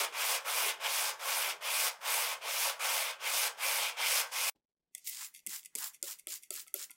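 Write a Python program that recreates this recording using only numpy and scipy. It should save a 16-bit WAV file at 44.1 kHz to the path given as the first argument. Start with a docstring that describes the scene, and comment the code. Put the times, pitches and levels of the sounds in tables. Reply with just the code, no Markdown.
"""Sanding, then spraying a blade

A sponge scrubs a clamped steel blade: grit impacts hiss, ring the blade and shake the board, stroke by stroke.
The scene cuts to a quieter one where a trigger bottle sprays: noise jets hiss, clicks rattle, the bottle thumps,
and the pump squeaks, gurgles and wheezes. Short reflections, a faint shop hum and microphone hiss lie around it."""
import sys
import numpy as np
from scipy import signal
from scipy.fft import rfft, irfft, next_fast_len
from scipy.io import wavfile
from scipy.ndimage import uniform_filter1d

SR = 44100
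rng = np.random.default_rng(int(sys.argv[2]) if len(sys.argv) > 2 else 0)


def generate_wav(sig):
    """Save sig (samples, or channels by samples) to the path in sys.argv[1] as 16-bit PCM at SR."""
    pcm = np.round(np.clip(np.atleast_2d(sig).T, -1, 1) * 32767).astype(np.int16)
    wavfile.write(sys.argv[1], SR, pcm)


N = 306933


def from_db(db):
    """Gain of a level in dB."""
    return 10 ** (np.asarray(db) / 20)


def rms_one(x):
    """Scale to unit rms."""
    return x / np.sqrt(np.mean(x ** 2) + 1e-20)


def seconds():
    """Time of every sample."""
    return np.arange(N) / SR


def filtered(x, order, hz, kind="low"):
    """Butterworth filter."""
    return signal.sosfilt(signal.butter(order, hz, kind, fs=SR, output="sos"), x)


def level_curve(table):
    """Gain following a (time, dB) curve, silent outside its span with softened ends."""
    t, rows = seconds(), np.array(table)
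    sounding = (t >= rows[0, 0]) & (t <= rows[-1, 0])
    gain = from_db(np.interp(t, rows[:, 0], rows[:, 1]))
    return uniform_filter1d(1. * sounding, size=130) * gain


def peaks_db(times, tops_db, rises, falls):
    """Loudest of several peaks, each climbing and falling evenly in dB per second."""
    t = seconds()
    peaks = np.broadcast(times, tops_db, rises, falls)
    return np.max([db - np.where(t < s, up * (s - t), down * (t - s)) for s, db, up, down in peaks], axis=0)


def coloured(x, spectrum):
    """Shape by a dB-per-Hz spectrum drawn on log frequency; rms 1."""
    size = next_fast_len(N)
    hz = np.arange(size // 2 + 1) * SR / size + 1
    points = np.array(spectrum)
    gain = from_db(np.interp(np.log(hz), np.log(points[:, 0]), points[:, 1]))
    return rms_one(irfft(rfft(x, size) * gain, size)[:N])


def resonance(x, hz, width_hz):
    """Two-pole peak whose gain on top is about 1."""
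    r = np.exp(-np.pi * width_hz / SR)
    poles = [1, -2 * r * np.cos(2 * np.pi * hz / SR), r * r]
    return signal.lfilter((1 - r * r) / 2 * np.array([1, 0, -1]), poles, x)


def double_resonance(x, hz, width_hz):
    """The same peak passed twice, for steeper sides."""
    return resonance(resonance(x, hz, width_hz), hz, width_hz)


def body(x, modes, peak=resonance):
    """Resonances side by side, signs alternating."""
    return sum((-1) ** k * from_db(db) * peak(x, hz, width) for k, (hz, width, db) in enumerate(modes))


def grains(per_s, spread_db):
    """Random tiny impacts of uneven size; rms 1."""
    sizes = from_db(spread_db * np.minimum(rng.exponential(1, N), 5)) * rng.standard_normal(N)
    return rms_one(sizes * (rng.random(N) < per_s / SR))


def flutter(hz, depth_db):
    """Random wavering of level, no faster than about the given rate."""
    return from_db(depth_db * rms_one(filtered(rng.standard_normal(N), 2, hz)))


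# Scratch spectra, main and finest: (frequency [Hz], level [dB per Hz])
GRIT_SPECTRUM = [(1760, -46), (3000, -5), (3820, -3), (4970, 2.5), (6410, 0), (8000, -4.5), (10400, -12.5),
                 (17600, -120)]
FINEST_SPECTRUM = [(6000, -36), (8000, -1.5), (10500, 3.5), (15000, 2), (17000, -7)]
# Blade and board modes, levels within each set: (frequency [Hz], width [Hz], level [dB])
BLADE_MODES = [(2090, 230, -1.5), (2480, 275, 5), (2724, 697, 1.5), (3256, 566, 1.5)]
BOARD_MODES = [(500, 65.5, -2), (681, 180, -4), (889, 117, -0.5), (1081, 120, -1), (1382, 243, -3),
               (1518, 60, -0.5), (1740, 230, -5.5)]
# Lasting rings of the steel, levels within the set: (frequency [Hz], width [Hz], level [dB])
STEEL_RINGS = [(492, 15, 5.5), (822, 20, 2.5), (920, 21, -1), (1000, 94, -1), (1123, 9.3, -3.5),
               (1377, 19, -10), (1767, 27, -1.5), (2270, 13, -9), (5186, 37, -6.5)]
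# The bench groans when the hand leans on it: (time [s], level [dB])
LEANS = [(0.0, -52), (0.24, -65), (0.671, -52), (1.11, -64.5), (1.5, -60.5), (2.459, -64.5), (3.27, -66.5),
         (3.48, -70), (4.04, -73)]
# How finest hiss, blade and board shift re hiss: (per dB of slack [dB], mid-stroke toward the clamp [dB],
# mid-stroke toward the tip [dB], at the tip [dB], while biting [dB], while easing off [dB])
FINEST_SHIFTS = (-0.0839, 6, 5.5, -1, 1.2, -2)
BLADE_SHIFTS = (0.1157, -2, -0.8, 3.5, 1.5, -0.5)
BOARD_SHIFTS = (0.4116, -2.5, -0.56, 0, 1.5, -0.1)
FULL_DB = -38   # hiss of a full stroke; slack is how far below it the hiss lies
LEAN_BUILDS_DB_PER_S, LEAN_DIES_DB_PER_S, GROAN_RE_HISS_DB = 168, 135, -52
BENCH_DB, BENCH_FOLLOWS = -92, 0.17   # deep rumble at full stroke; share of the slack it loses


def sanding():
    """Thousands of grit tips scratch the steel; the force hisses, rings the blade and shakes the board."""
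    hiss_db, colour_db, *motion = stroke_motion()
    hiss, slack_db = from_db(hiss_db), FULL_DB - hiss_db
    finest, blade_gain, board_gain = [
        from_db(db + sum(shift * amount for shift, amount in zip(shifts, [slack_db, *motion])))
        for db, shifts in zip(colour_db, (FINEST_SHIFTS, BLADE_SHIFTS, BOARD_SHIFTS))]
    force = grains(per_s=15000.0, spread_db=-0.5) * flutter(350.0, depth_db=0.6)
    blade = filtered(body(force, BLADE_MODES), 2, [1900, 3600], "band")
    board = filtered(body(force, BOARD_MODES), 4, [430, 1900], "band")
    scratch = hiss * (coloured(force, GRIT_SPECTRUM) + finest * coloured(force, FINEST_SPECTRUM))
    shaken = hiss * (blade_gain * rms_one(blade) + board_gain * rms_one(board))
    # narrow modes driven by the moving force outlast the turn of the stroke
    rings = from_db(7.0) * body(hiss * board_gain * force, STEEL_RINGS)
    rings += from_db(17.0) * resonance(hiss * force, 1572, 7)   # one mode sings on through the turns
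    lean = from_db(peaks_db(*np.transpose(LEANS), LEAN_BUILDS_DB_PER_S, LEAN_DIES_DB_PER_S))
    groan = (lean + hiss * from_db(GROAN_RE_HISS_DB)) * rms_one(double_resonance(force, 401, 97))
    rumble = from_db(BENCH_DB - BENCH_FOLLOWS * slack_db) * rms_one(double_resonance(force, 100, 60))
    return patchy(scratch + shaken, depth=0.15) + rings + groan + rumble


# Sanding strokes, in turn toward the tip and back toward the clamp: (turn [s], time to bite [s],
# time to ease off [s], share of the bite that catches at once [0-1], hiss at the turn [dB],
# hiss once biting [dB], hiss before easing off [dB], then before the shifts: finest hiss re hiss [dB],
# blade ring re hiss [dB], board rumble re hiss [dB])
STROKE_TABLE = [(-0.25, .1, 0.061, .3, -65, -33, -40.5, -2.5, -0.023, 0.5),
                (0.109, 0.14, 0.065, 0.22, -64.5, -39, -39, -4.5, 0.46, 0),
                (0.432, 0.075, 0.079, .4, -62, -41.5, -40, -2, 0.53, -0.9),
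                (0.784, 0.1, 0.078, 0.33, -68, -40.5, -40, -4.5, -0.52, -1),
                (1.179, 0.15, 0.077, 0.4, -65.5, -40, -43, -3, -0.28, -1.5),
                (1.592, 0.091, 0.11, 0.35, -72, -42, -36.5, -4, -0.99, -2),
                (1.992, 0.12, 0.058, 0.24, -73, -39, -45.5, -1.5, -0.56, -1),
                (2.398, 0.13, 0.076, 0.34, -68, -41.5, -38, -4, -0.77, -1.4),
                (2.778, 0.096, 0.073, 0.49, -63, -39, -45.5, -3, .8, -1.2),
                (3.181, 0.12, 0.081, 0.19, -69.5, -40, -38, -4, -0.23, -2.5),
                (3.557, .11, 0.056, 0.13, -68.5, -38.5, -44, -3, 1.3, -2.5),
                (3.953, 0.1, 0.087, 0.35, -64, -38.5, -36.5, -5, 0.83, -2),
                (4.301, 0.097, 0.046, 0.49, -62.5, -39.5, -36.5, -4, -0.73, -5)]
LAST_TURN_S = 4.7   # end of the last stroke
REST_S, CATCH_S = 0.012, 0.0064   # the sponge rests at the turn, then catches
BITE_CURVE, EASE_CURVE = 2.02, 0.8   # bite comes fast then levels off; easing is nearly even in dB
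SWELL_DB = 1.5   # extra hiss in mid-stroke


def stroke_motion():
    """Hiss and colour in dB; mid-stroke toward clamp and tip, nearness to the tip, biting, easing (0-1)."""
    t, rows = seconds(), np.array(STROKE_TABLE)
    k = np.searchsorted(rows[:, 0], t) - 1
    start, bite_s, ease_s, catch, turn_db, early_db, late_db, *colour_db = rows[k].T
    end = np.append(rows[1:, 0], LAST_TURN_S)[k]
    next_db = np.append(rows[1:, 4], rows[-1, 4])[k]
    done = (t - start) / (end - start)
    since_rest = t - start - REST_S
    biting = np.clip(1 - since_rest / (bite_s - REST_S), 0, 1)
    loose = 1 - np.clip(catch, 0, 1) * np.clip(since_rest / CATCH_S, 0, 1)
    easing = np.clip(1 - (end - t) / ease_s, 0, 1)
    held = np.clip((t - start - bite_s) / (end - start - bite_s - ease_s), 0, 1)
    db = early_db + (late_db - early_db) * held + SWELL_DB * np.sin(np.pi * held)
    db -= (early_db - turn_db) * loose * biting ** BITE_CURVE
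    db -= (late_db - next_db) * easing ** EASE_CURVE
    inward = k % 2   # odd strokes head for the clamp
    middle = np.sin(np.pi * done) ** 2
    travelled = (1 - np.cos(np.pi * done)) / 2
    near_tip = np.where(inward, 1 - travelled, travelled)
    bite, ease = 4 * biting * (1 - biting), 4 * easing * (1 - easing)   # each peaks halfway
    return db, colour_db, middle * inward, middle * (1 - inward), near_tip, bite, ease


def patchy(x, depth):
    """Worn and fresh patches of grit: narrow zones of colour swell and sink on their own."""
    zones = np.geomspace(600, 12000, num=16)
    return x + depth * sum(rms_one(filtered(rng.standard_normal(N), 2, 14)) * resonance(x, hz, hz / 6)
                           for hz in zones)


# Nozzle hiss and wet patter spectra: (frequency [Hz], level [dB per Hz])
JET_SPECTRUM = [(1120, -44), (1800, -25), (2000, -7.5), (2820, -6.5), (3970, -6), (5220, -2.5), (6160, -5),
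                (7220, 0), (9500, -5), (12000, -11)]
SPLASH_SPECTRUM = [(400, -62), (650, -22), (900, -10.5), (1900, -7), (2500, -20)]
SPLASH_DEEP_HZ = 1150   # top of the patter's deep part


def jet():
    """Nozzle hiss with spitting droplets; the drops patter lower on the wet blade."""
    hiss, fine, splash, deep = jet_flow()
    air = rng.standard_normal(N) * flutter(180.0, depth_db=-3.0)
    drops = resonance(grains(per_s=900.0, spread_db=2.0), 8000, 4000)
    mist = filtered(air[::-1], 4, 10000, "high")   # reversed, so it differs from the hiss
    patter = coloured(grains(per_s=4900.0, spread_db=2.0), SPLASH_SPECTRUM) * flutter(40.0, depth_db=0.5)
    deep_band = signal.butter(3, SPLASH_DEEP_HZ, fs=SR, output="sos")
    patter = patter + (deep - 1) * signal.sosfiltfilt(deep_band, patter)
    whistle = body(rng.standard_normal(N) * flutter(12.0, depth_db=6.0), [(6500, 120, 0), (7300, 200, 3)])
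    spit = coloured(air, JET_SPECTRUM) + from_db(-8.0) * rms_one(drops) + from_db(-15.0) * rms_one(whistle)
    return flutter(36.0, depth_db=1.0) * (hiss * spit + splash * patter + fine * rms_one(mist))


# Jets: (start [s], swells for [s], sags for [s], first hiss [dB], top hiss [dB], splash before rounding [dB],
# gain of its deep part [dB], most mist [dB])
JET_TABLE = [(5.044, 0.032, 0.027, -60, -42, -85, -3, -35), (5.1, 0.12, 0.041, -47, -43.5, -50.5, -1, -51),
             (5.48, 0.047, 0.054, -51, -43.5, -51, -1, -45),
             (5.765, 0.062, 0.048, -50, -42.5, -45.5, 3.5, -43),
             (6.035, 0.052, 0.043, -47.5, -44.5, -52, 0, -45),
             (6.28, 0.047, 0.035, -47, -44.5, -57, 0, -47.5),
             (6.515, 0.061, 0.033, -48.5, -44.5, -52.5, -20, -47.5),
             (6.749, 0.061, 0.032, -51, -44.5, -54, -5, -49)]
SAG_DB, COLLAPSE_DB_PER_S = 3, 557
SPLASH_BUILDS_DB, SPLASH_DIES_DB_PER_S = 23, 283   # gained over the swell, lost after the top
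SPLASH_ROUNDS_S = 0.026   # the top of each splash is blunt
MIST_LEAD_DB = 2.5   # weak flow is mostly mist, up to this much over the hiss


def jet_flow():
    """Each jet swells, sags and collapses; its mist holds under a ceiling; its splash peaks with the flow."""
    t, hiss, mist = seconds(), np.zeros(N), np.zeros(N)
    start, swell_s, sag_s, first_db, top_db, splash_db, deep_db, mist_db = np.transpose(JET_TABLE)
    top = start + swell_s
    for s, peak, end, db0, db1, fine_db in zip(start, top, top + sag_s, first_db, top_db, mist_db):
        flow_db = np.interp(t, [s, peak, end], [db0, db1, db1 - SAG_DB])
        flow_db = flow_db - COLLAPSE_DB_PER_S * np.maximum(t - end, 0)
        flow = (t >= s) * from_db(flow_db)
        hiss = np.maximum(hiss, flow)
        mist = np.maximum(mist, np.minimum(flow * from_db(MIST_LEAD_DB), from_db(fine_db)))
    patter_db = peaks_db(top, splash_db, SPLASH_BUILDS_DB / swell_s, SPLASH_DIES_DB_PER_S)
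    splash = from_db(uniform_filter1d(patter_db, size=round(SPLASH_ROUNDS_S * SR)))
    deep = from_db(np.interp(t, top, deep_db))
    return uniform_filter1d(hiss, size=130), uniform_filter1d(mist, size=130), splash, deep


# Trigger clicks: (time [s], snap peak [dB], snap frequency [Hz], pump body re snap peak [dB])
CLICK_TABLE = [(4.949, -24.5, 8900, -15.5), (4.979, -38, 10200, -26), (5.3404, -40, 11500, -14),
               (5.3475, -37, 9600, -5.5), (5.361, -42, 10200, -3), (5.391, -48, 5000, -4),
               (5.401, -59, 5000, -7), (5.4643, -21, 9400, -20), (5.4704, -21, 9900, -19),
               (5.5029, -31, 7100, -24), (5.63, -45, 6000, -10), (5.637, -46, 9000, -15),
               (5.648, -39, 8000, -16), (5.6576, -29.5, 8950, -17.5), (5.752, -16.5, 8800, -23),
               (5.7566, -22.5, 9000, -16), (5.785, -26, 8100, -23), (5.9449, -40.5, 9050, -12),
               (6.014, -60, 8000, -15), (6.0269, -17.5, 7560, -23), (6.109, -28, 7700, -19),
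               (6.1874, -42, 10300, -24), (6.1953, -35, 8800, -17), (6.27, -21, 10000, -15),
               (6.3385, -28, 7500, -26), (6.4254, -43, 10200, -16), (6.4334, -38, 8960, -17),
               (6.5051, -23, 8550, -14.5), (6.539, -28, 11400, -18), (6.6654, -49, 13700, -7.5),
               (6.674, -42, 10800, -18), (6.6796, -39, 8160, -12), (6.7407, -14.5, 11100, -24.5),
               (6.896, -49.5, 6420, 1), (6.9062, -36, 11200, -22), (6.9126, -37, 8400, -9)]
RATTLE_LEAD_S, RATTLE_T60_S = .001, .009   # faint lead-in, then decay from the blow


def trigger():
    """Each click is a rattle of a few milliseconds, through a bright snap and the pump body."""
    out, t = np.zeros(N + 2000), np.arange(2000) / SR
    shape = np.where(t < RATTLE_LEAD_S, .25, from_db(-60 * (t - RATTLE_LEAD_S) / RATTLE_T60_S))
    blow = 3.0 * (np.arange(2000) == round(RATTLE_LEAD_S * SR))
    noises = rng.standard_normal((len(CLICK_TABLE), 2000))
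    for (s, peak_db, snap_hz, pump_db), noise in zip(CLICK_TABLE, noises):
        rattle = blow + noise * shape
        snap = double_resonance(rattle, snap_hz, 6500)
        rung = pump(rattle, count=5)
        click = snap / abs(snap).max() + from_db(pump_db) * rung / abs(rung).max()
        out[round(s * SR):][:2000] += from_db(peak_db) * click
    return out[:N]


# Thumps: a faint handling knock as the spraying scene opens, then the trigger biting or returning:
# (time [s], low mode level [dB], low mode [Hz], upper mode [Hz], upper re low [dB], neck mode [Hz],
# neck re low [dB])
THUMP_TABLE = [(4.549, -75, 230, 500, 3, 834, 0), (4.95, -72, 230, 700, 5, 1090, -3),
               (5.469, -47.5, 205, 336, -3.5, 1200, -21), (5.753, -46, 238, 426, 0.5, 960, -10),
               (6.03, -42, 364, 550, -0.5, 1410, -10), (6.27, -46, 353, 597, -1.5, 1300, -8),
               (6.505, -42, 380, 598, -2.5, 1320, -6.5), (6.665, -74.5, 362, 706, 8, 1300, 17),
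               (6.743, -39.5, 394, 565, -2, 1366, -6), (6.9, -65, 298, 1000, 5, 1400, 8)]
THUMP_T60_S = .055
SLOSH_T60_S, SLOSH_DB = 0.29, -17.5   # decay and start of the noise that drives the slosh


def bottle():
    """The part-filled bottle knocks in a few damped modes that shift as it tilts; sloshing murmurs in them."""
    out, t = np.zeros(N + 12000), np.arange(12000) / SR
    swell = (1 - np.exp(-t / 0.0026)) * from_db(-60 * t / THUMP_T60_S)
    noise = rng.standard_normal((len(THUMP_TABLE), 12000)) * from_db(SLOSH_DB - 60 * t / SLOSH_T60_S)
    for (s, level_db, low_hz, upper_hz, upper_db, neck_hz, neck_db), slosh in zip(THUMP_TABLE, noise):
        modes = [(low_hz, 0), (0.846 * upper_hz, upper_db - 4.5), (upper_hz, upper_db), (neck_hz, neck_db)]
        knock = np.zeros(12000)
        for hz, db in modes:
            murmur = 10 * double_resonance(slosh, hz, 130)
            knock += from_db(db) * (swell * np.sin(2 * np.pi * hz * t) + murmur)
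        out[round(s * SR):][:12000] += from_db(level_db) * knock
    return filtered(out[:N], 3, 150, "high")


# Wheezes as the pump primes and after each release: (time [s], peak [dB], decay by 60 dB [s])
WHEEZES = [(4.94, -80, .02), (4.957, -61, 0.08), (4.981, -52, 0.1), (5.347, -55, 0.43),
           (5.659, -52.5, 0.064), (5.947, -50.5, .065), (6.195, -52.5, 0.068), (6.433, -53, 0.11),
           (6.68, -63, 0.23), (6.909, -61, 0.27)]
# Air bubbles through the valve at the first jet: (time [s], level [dB])
GURGLE_CURVE = [(5.045, -83), (5.057, -79), (5.077, -49.5), (5.13, -81)]
# The dry piston squeaks around the start of the first jet: (time [s], slips per second [Hz], level [dB])
SQUEAKS = [
    [(5.0, 496, -80), (5.015, 500, -71), (5.04, 512, -67), (5.055, 545, -60), (5.07, 590, -66)],
]
WHEEZE_RISES_DB_PER_S, WHEEZE_LASTS_S = 1100, 0.059   # shut off this long after the peak


def refill():
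    """Air and liquid drawn through the valve sound the pump's cavities; a dry piston slips in a squeak."""
    s, peak_db, t60 = np.transpose(WHEEZES)
    latest = np.maximum(np.searchsorted(s - WHEEZE_LASTS_S / 2, seconds()) - 1, 0)
    is_open = uniform_filter1d(1. * (seconds() - s[latest] < WHEEZE_LASTS_S), size=400)
    drawn = from_db(peaks_db(s, peak_db, WHEEZE_RISES_DB_PER_S, 60 / t60)) * is_open
    wheeze = drawn * rms_one(pump(grains(per_s=8000.0, spread_db=2.0) * flutter(90.0, depth_db=2.0)))
    bubbles = resonance(resonance(rng.standard_normal(N), 2093, 200), 2180, 200)
    gurgle = level_curve(GURGLE_CURVE) * rms_one(bubbles)
    rows = np.array(SQUEAKS)[0]
    phase = 2 * np.pi * np.cumsum(np.interp(seconds(), rows[:, 0], rows[:, 1])) / SR
    slips = sum(np.cos(k * phase) for k in range(5, 26))   # sharp slips: a long row of overtones
    squeak = level_curve(rows[:, [0, 2]]) * rms_one(double_resonance(slips, 5500, 6000))
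    return wheeze + gurgle + squeak


# Pump cavities: (frequency [Hz], width of each of two passes [Hz], level [dB])
PUMP_MODES = [(2086, 320, 3), (2650, 460, -3), (3430, 550, -4), (4460, 180, -2.5), (4840, 61, 0),
              (5600, 440, 0.5), (6470, 1800, -1), (7650, 3500, -5), (10200, 3900, -1), (13500, 4500, -7)]


def pump(x, count=None):
    """The pump's cavities: sharp-edged resonances with dark gaps, nothing low."""
    return filtered(body(x, PUMP_MODES[:count], double_resonance), 4, 1850, "high")


ROOM_T60_S, ROOM_DB = 0.16, -14   # decay; tail re direct sound


def workshop(x):
    """Direct sound plus a short, dull tail of dense reflections."""
    t = np.arange(SR // 3) / SR
    dull = signal.lfilter([.5], [1, -.5], rng.standard_normal(len(t)))
    tail = dull * from_db(-60 * t / ROOM_T60_S) * (t > .004)
    return x + from_db(ROOM_DB) * signal.fftconvolve(x, tail / np.sqrt(np.sum(tail ** 2)))[:N]


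# Spectrum of the shop hum: (frequency [Hz], level [dB per Hz])
SHOP_SPECTRUM = [(20, -13.5), (48, -0.5), (70, -24), (150, -2.5), (400, -6.5), (800, -14.5), (1300, -24.5),
                 (4000, -23), (16000, -40.5)]
# Level before its flutter: hum, a silent gap at the cut, a brief handling bump, hum again: (time [s], level [dB])
SHOP_LEVEL = [(0, -81.5), (4.49, -87), (4.52, -120), (4.54, -120), (4.56, -72), (4.61, -100), (4.9, -95),
              (5.1, -89.5), (6.96, -86.5)]


def shop_hum():
    """Low wavering noise: shop hum, a silent gap at the cut, a brief handling bump, then hum again."""
    level = from_db(np.interp(seconds(), *np.transpose(SHOP_LEVEL)))
    return level * coloured(rng.standard_normal(N), SHOP_SPECTRUM) * flutter(50.0, depth_db=3.0)


# Microphone hiss spectrum: (frequency [Hz], level [dB per Hz])
MIC_SPECTRUM = [(1500, -44), (2000, 13), (4200, -5), (7000, 6), (16000, -2)]
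MIC_HISS_DB, MIC_OPENS_S = -79, 4.92


def mic_hiss():
    """Thin steady noise that fades in over 27 ms in the spraying scene."""
    opened = np.clip((seconds() - MIC_OPENS_S) / 0.027, 0, 1)
    return from_db(MIC_HISS_DB) * opened * coloured(rng.standard_normal(N), MIC_SPECTRUM)


SCENE_CUT_S = 4.4975
CUT_DROP_DB, CUT_S, CUT_TRAILS_DB_PER_S = 24, .003, 1100   # quick drop over CUT_S, on top of a steady trail


def scene():
    """Sanding until the cut, spraying after it, over faint hum and a handling bump; both channels alike."""
    after = np.maximum(seconds() - SCENE_CUT_S, 0)
    fade = from_db(-CUT_DROP_DB * np.minimum(after / CUT_S, 1) - CUT_TRAILS_DB_PER_S * after)
    hum = shop_hum()
    spraying = jet() + refill() + trigger() + bottle()
    mono = fade * workshop(sanding()) + workshop(spraying) + hum
    return np.array([mono, mono])


CUTOFF_HZ = 15850


def record(dry):
    """Add the microphone hiss, then cut the top of the band steeply."""
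    steep = signal.ellip(12, .5, 70, CUTOFF_HZ, fs=SR, output="sos")
    return signal.sosfilt(steep, dry + mic_hiss())


dry = scene()
out = record(dry)
generate_wav(out)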